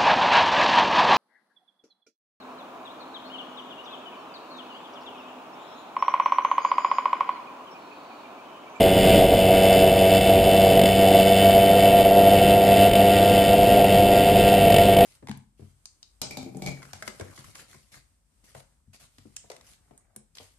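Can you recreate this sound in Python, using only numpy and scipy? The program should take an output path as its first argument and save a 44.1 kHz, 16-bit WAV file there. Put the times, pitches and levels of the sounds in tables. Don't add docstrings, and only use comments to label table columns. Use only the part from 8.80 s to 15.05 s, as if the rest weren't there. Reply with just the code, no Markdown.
import sys
import numpy as np
from scipy import signal
from scipy.fft import rfft, irfft
from scipy.io import wavfile
from scipy.ndimage import uniform_filter1d

SR = 44100
rng = np.random.default_rng(int(sys.argv[2]) if len(sys.argv) > 2 else 0)


def store_pcm(level_fs):
    pcm = np.round(np.clip(level_fs, -1, 1) * 32767).astype(np.int16)
    wavfile.write(sys.argv[1], SR, np.atleast_2d(pcm).T)


N = 275625
TIME = np.arange(N) / SR

# time_s, speed_hz
CRANK_SPEED = [(0.0, 94.1), (0.8, 94.9), (1.3, 95.38), (1.6, 95.93), (1.95, 96.06), (2.4, 96.73),
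               (3.0, 97.96), (3.45, 98.23), (3.8, 98.8), (4.05, 98.13), (4.3, 99.1), (4.65, 98.52),
               (4.9, 99.6), (5.15, 98.84), (5.45, 99.34), (5.8, 98.51), (6.25, 98.22)]
# start_s, length_s, gain_db
MISFIRE_BOUTS = [(0.478, .01, -4), (1.398, .01, -6), (1.983, .075, -9.5), (4.109, .05, -10),
                 (4.725, .01, -2), (5.04, .01, -7), (5.117, .03, -2), (5.897, .095, -9), (6.163, .05, -7.5)]
def firings(crank_hz, sag_turns_per_s=.9, hunt_turns=.016, hunt_db_per_hz=1.0, rebound=.55):
    sag = sum(sag_turns_per_s * length * bell(TIME - start - length, reach=.07)
              for start, length, _ in MISFIRE_BOUTS)
    hunt = hunt_turns * undb(hunt_db_per_hz * (crank_hz - np.mean(crank_hz))) * waver(rate_hz=21)
    turns = np.cumsum(crank_hz) / SR - sag + hunt
    times = np.interp(np.arange(.5, turns[-1]), turns, TIME)
    misfire_db = np.zeros(len(times))
    for start, length, gain_db in MISFIRE_BOUTS:
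        first = np.searchsorted(times, start) - 1
        strokes = int(np.ceil(length * np.mean(crank_hz)))
        misfire_db[first:first + strokes:2] = gain_db
    burn_db = misfire_db - rebound * np.roll(misfire_db, 1)
    burn_db += .25 * rng.standard_normal(640)[:len(times)]
    return times, 1 / np.interp(times, TIME, crank_hz), burn_db


# frequency_hz, level_db
PIPE_RESPONSE = [(45, -26.5), (95, -10.5), (195, -5.5), (290, -12.5), (390, -9), (485, -3.5), (560, -1.5),
                 (610, -9.5), (685, 4.5), (735, -4.5), (785, -26), (890, -15.5), (1050, -29), (1500, -46.5)]
# pitch_hz, bandwidth_hz
SILENCER_MODES = [(280, 100), (450, 150), (520, 60)]
# frequency_hz, level_db
GAS_SPECTRUM = [(150, -35), (300, -14.5), (450, -9.5), (610, -7), (700, 4), (770, -5), (870, -22.5),
                (1050, -32), (1400, -31), (2500, -42.5)]
def exhaust(times, burn_db, jitter_s=.00005, scatter_db=1.25, burn_share=.79, gas_db=-7):
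    timing, strength = rng.standard_normal((len(times), 2)).T
    openings = times + jitter_s * timing
    sizes = undb(burn_share * burn_db + scatter_db * strength)
    note = colour(pulses(openings, sizes), PIPE_RESPONSE)
    for hz, width in SILENCER_MODES:
        note = note - 2 * resonator(note, hz, width)
    gas = colour(puffs(openings, sizes, decay_s=.026), GAS_SPECTRUM)
    return note + undb(gas_db) * gas


# centre_s, length_s, gain_db
LEVEL_DIPS = [(0.494, 0.046, -3.5), (1.415, 0.062, -6), (2.143, 0.065, -4.5), (3.236, 0.024, -7),
              (3.773, 0.026, 0.5), (4.115, 0.069, -6), (5.62, 0.052, -2.5)]
def dips():
    return sum(db * bell(TIME - centre, length / 2) for centre, length, db in LEVEL_DIPS)


# delay_turns, relative_level_db
KNOCK_PATTERN = [(.05, 0), (.27, -.5), (.4, -8)]
def knocks(times, period, burn_db, jitter_s=.000015, scatter_db=.9):
    blows = np.concatenate([times + delay * period for delay, _ in KNOCK_PATTERN])
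    level_db = np.concatenate([burn_db + db for _, db in KNOCK_PATTERN])
    timing, strength = rng.standard_normal((len(blows), 2)).T
    return blows + jitter_s * timing, undb(level_db + scatter_db * strength)


# pitch_hz, bandwidth_hz, relative_level_db
CASE_MODES = [(1865, 44, -4), (2060, 88, -3), (2245, 32, -4.5), (2668, 52, 2.5), (2945, 147, 1),
              (3038, 96, 1.5)]
def crankcase(blows, sizes, rasp_db=-5.5, whirr_db=-8.5):
    rasp = undb(rasp_db) * puffs(blows, sizes, decay_s=.0013)
    whirr = undb(whirr_db) * rng.standard_normal(N)
    return ring(unit(pulses(blows, sizes)) + rasp + whirr, CASE_MODES)


# pitch_hz, bandwidth_hz, relative_level_db
FIN_MODES = [(3475, 113, 0.5), (3950, 32, -8.5), (4365, 140, -12), (4715, 130, -5.5), (5146, 148, -8)]
def fins(blows, sizes, grit_db=-5, crack_db=-4, decay_s=.0009):
    grit = undb(grit_db) * puffs(blows, sizes, decay_s)
    buzz = ring(unit(pulses(blows, sizes)) + grit, FIN_MODES)
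    crack_spectrum = [(800, -9), (1900, 3.5), (2900, 5), (4100, -4.5), (5400, -15)]
    crack = colour(puffs(blows, sizes, decay_s), crack_spectrum)
    return buzz + undb(crack_db) * crack


# pitch_hz, bandwidth_hz, relative_level_db, best_crank_hz
PANEL_MODES = [(2098, 50, -34.5, 94.6), (2287, 30, -36, 94.6), (3030, 74, -32.5, 97.2)]
def panels(times, burn_db, crank_hz, burn_share=.82, reach_hz=1.2, swell_db=9.5):
    drive = pulses(times, undb(burn_share * burn_db))
    sound = np.zeros(N)
    for hz, width, db, best_hz in PANEL_MODES:
        nearness = bell(crank_hz - best_hz, reach_hz)
        sound += undb(db + swell_db * (nearness - 1.5)) * unit(resonator(drive, hz, width))
    return sound


# pitch_hz, bandwidth_hz, relative_level_db
AIRBOX_MODES = [(1030, 15, -0.5), (1191, 32, -3), (1386.5, 43, 2), (1590, 60, 0.5)]
def intake(times, period, delay_turns=.53, scatter_db=1.5, hiss_db=-9):
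    gulps = times + delay_turns * period
    sizes = undb(scatter_db * rng.standard_normal(len(gulps)))
    hiss = undb(hiss_db) * puffs(gulps, sizes, decay_s=.0018)
    return ring(unit(pulses(gulps, sizes)) + hiss, AIRBOX_MODES)


# time_s, level_db
WIND_LEVEL = [(0, -18), (0.6, -22), (1.5, -24), (3.2, -25.5), (4.2, -23.5), (5.2, -23), (6.0, -21),
              (6.25, -20.5)]
# frequency_hz, level_db
BUFFET_SPECTRUM = [(15, -13), (30, -8), (65, -5.5), (140, -4.5), (260, -6), (450, -6), (750, -13),
                   (1100, -39), (3000, -17.5), (5500, -42)]
def wind(gust_db=1.34):
    gusts = rng.standard_normal(N) * undb(gust_db * waver(rate_hz=12))
    return undb(curve(WIND_LEVEL)) * colour(gusts, BUFFET_SPECTRUM)


def pulses(times, sizes):
    place = np.clip(times * SR, 0, N)
    whole, part = place.astype(int), place % 1
    before = np.bincount(whole, sizes * (1 - part), N + 2)
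    after = np.bincount(whole + 1, sizes * part, N + 2)
    return (before + after)[:N]


def puffs(times, sizes, decay_s):
    envelope = signal.lfilter([1], [1, -np.exp(-1 / (decay_s * SR))], pulses(times, sizes))
    return unit(envelope * rng.standard_normal(N))


def resonator(x, hz, width_hz):
    return signal.lfilter(*signal.iirpeak(hz, hz / width_hz, fs=SR), x)


def ring(x, modes):
    return unit(sum((-1) ** k * undb(db) * resonator(x, hz, width)
                    for k, (hz, width, db) in enumerate(modes)))


def colour(x, spectrum, size=8192):
    hz, db = np.transpose(spectrum)
    freq = np.maximum(np.fft.rfftfreq(size, 1 / SR), 1)
    gain = undb(np.interp(np.log(freq), np.log(hz), db))
    cepstrum = irfft(np.log(gain))
    cepstrum[1:size // 2] *= 2
    cepstrum[size // 2 + 1:] = 0
    impulse_response = irfft(np.exp(rfft(cepstrum)))
    return unit(signal.fftconvolve(x, impulse_response)[:N])


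def waver(rate_hz):
    hold = int(SR / rate_hz)
    steps = np.repeat(rng.standard_normal(N // hold + 1), hold)
    return unit(uniform_filter1d(uniform_filter1d(steps, hold), hold)[:N])


def curve(table):
    return np.interp(TIME, *np.transpose(table))


def bell(offset, reach):
    return np.exp(-(offset / reach) ** 2)


def undb(db):
    return 10 ** (np.asarray(db) / 20)


def unit(x):
    return x / np.sqrt(np.mean(x ** 2))


def scene(split_hz=260, note_db_per_hz=-.27, body_dip_share=.55):
    crank_hz = curve(CRANK_SPEED)
    times, period, burn_db = firings(crank_hz)
    blows, sizes = knocks(times, period, burn_db)
    pipe = exhaust(times, burn_db)
    throb = signal.sosfiltfilt(signal.butter(4, split_hz, fs=SR, output="sos"), pipe)
    note = pipe - throb
    speed_db = note_db_per_hz * (crank_hz - np.mean(crank_hz))
    dip_db = dips()
    note_db = -15 + speed_db + dip_db + waver(rate_hz=55)
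    body_db = body_dip_share * dip_db + 1.25 * waver(rate_hz=12)
    metal = undb(-29) * crankcase(blows, sizes) + undb(-33) * fins(blows, sizes)
    body = undb(-24.5) * unit(throb) + metal + panels(times, burn_db, crank_hz)
    body += undb(-41) * intake(times, period)
    mono = undb(note_db) * note + undb(body_db) * body + wind()
    return np.array([mono, mono])


def record(dry, ceiling=.92, band_hz=5650, rate_hz=12000, top_hz=15250):
    sound = signal.sosfilt(signal.butter(2, 15, "high", fs=SR, output="sos"), dry)
    rounded = sound / (1 + (sound / ceiling) ** 4) ** (1 / 4)
    band = signal.sosfilt(signal.butter(20, band_hz, fs=SR, output="sos"), rounded)
    mirrored = band * (1 + 2 * np.cos(2 * np.pi * rate_hz * TIME))
    hold_response = np.sinc(np.fft.rfftfreq(2 * N, 1 / SR) / rate_hz)
    held = irfft(rfft(mirrored, 2 * N) * hold_response)[:, :N]
    return signal.sosfilt(signal.ellip(14, .2, 80, top_hz, fs=SR, output="sos"), held)


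dry = scene()
out = record(dry)
store_pcm(out)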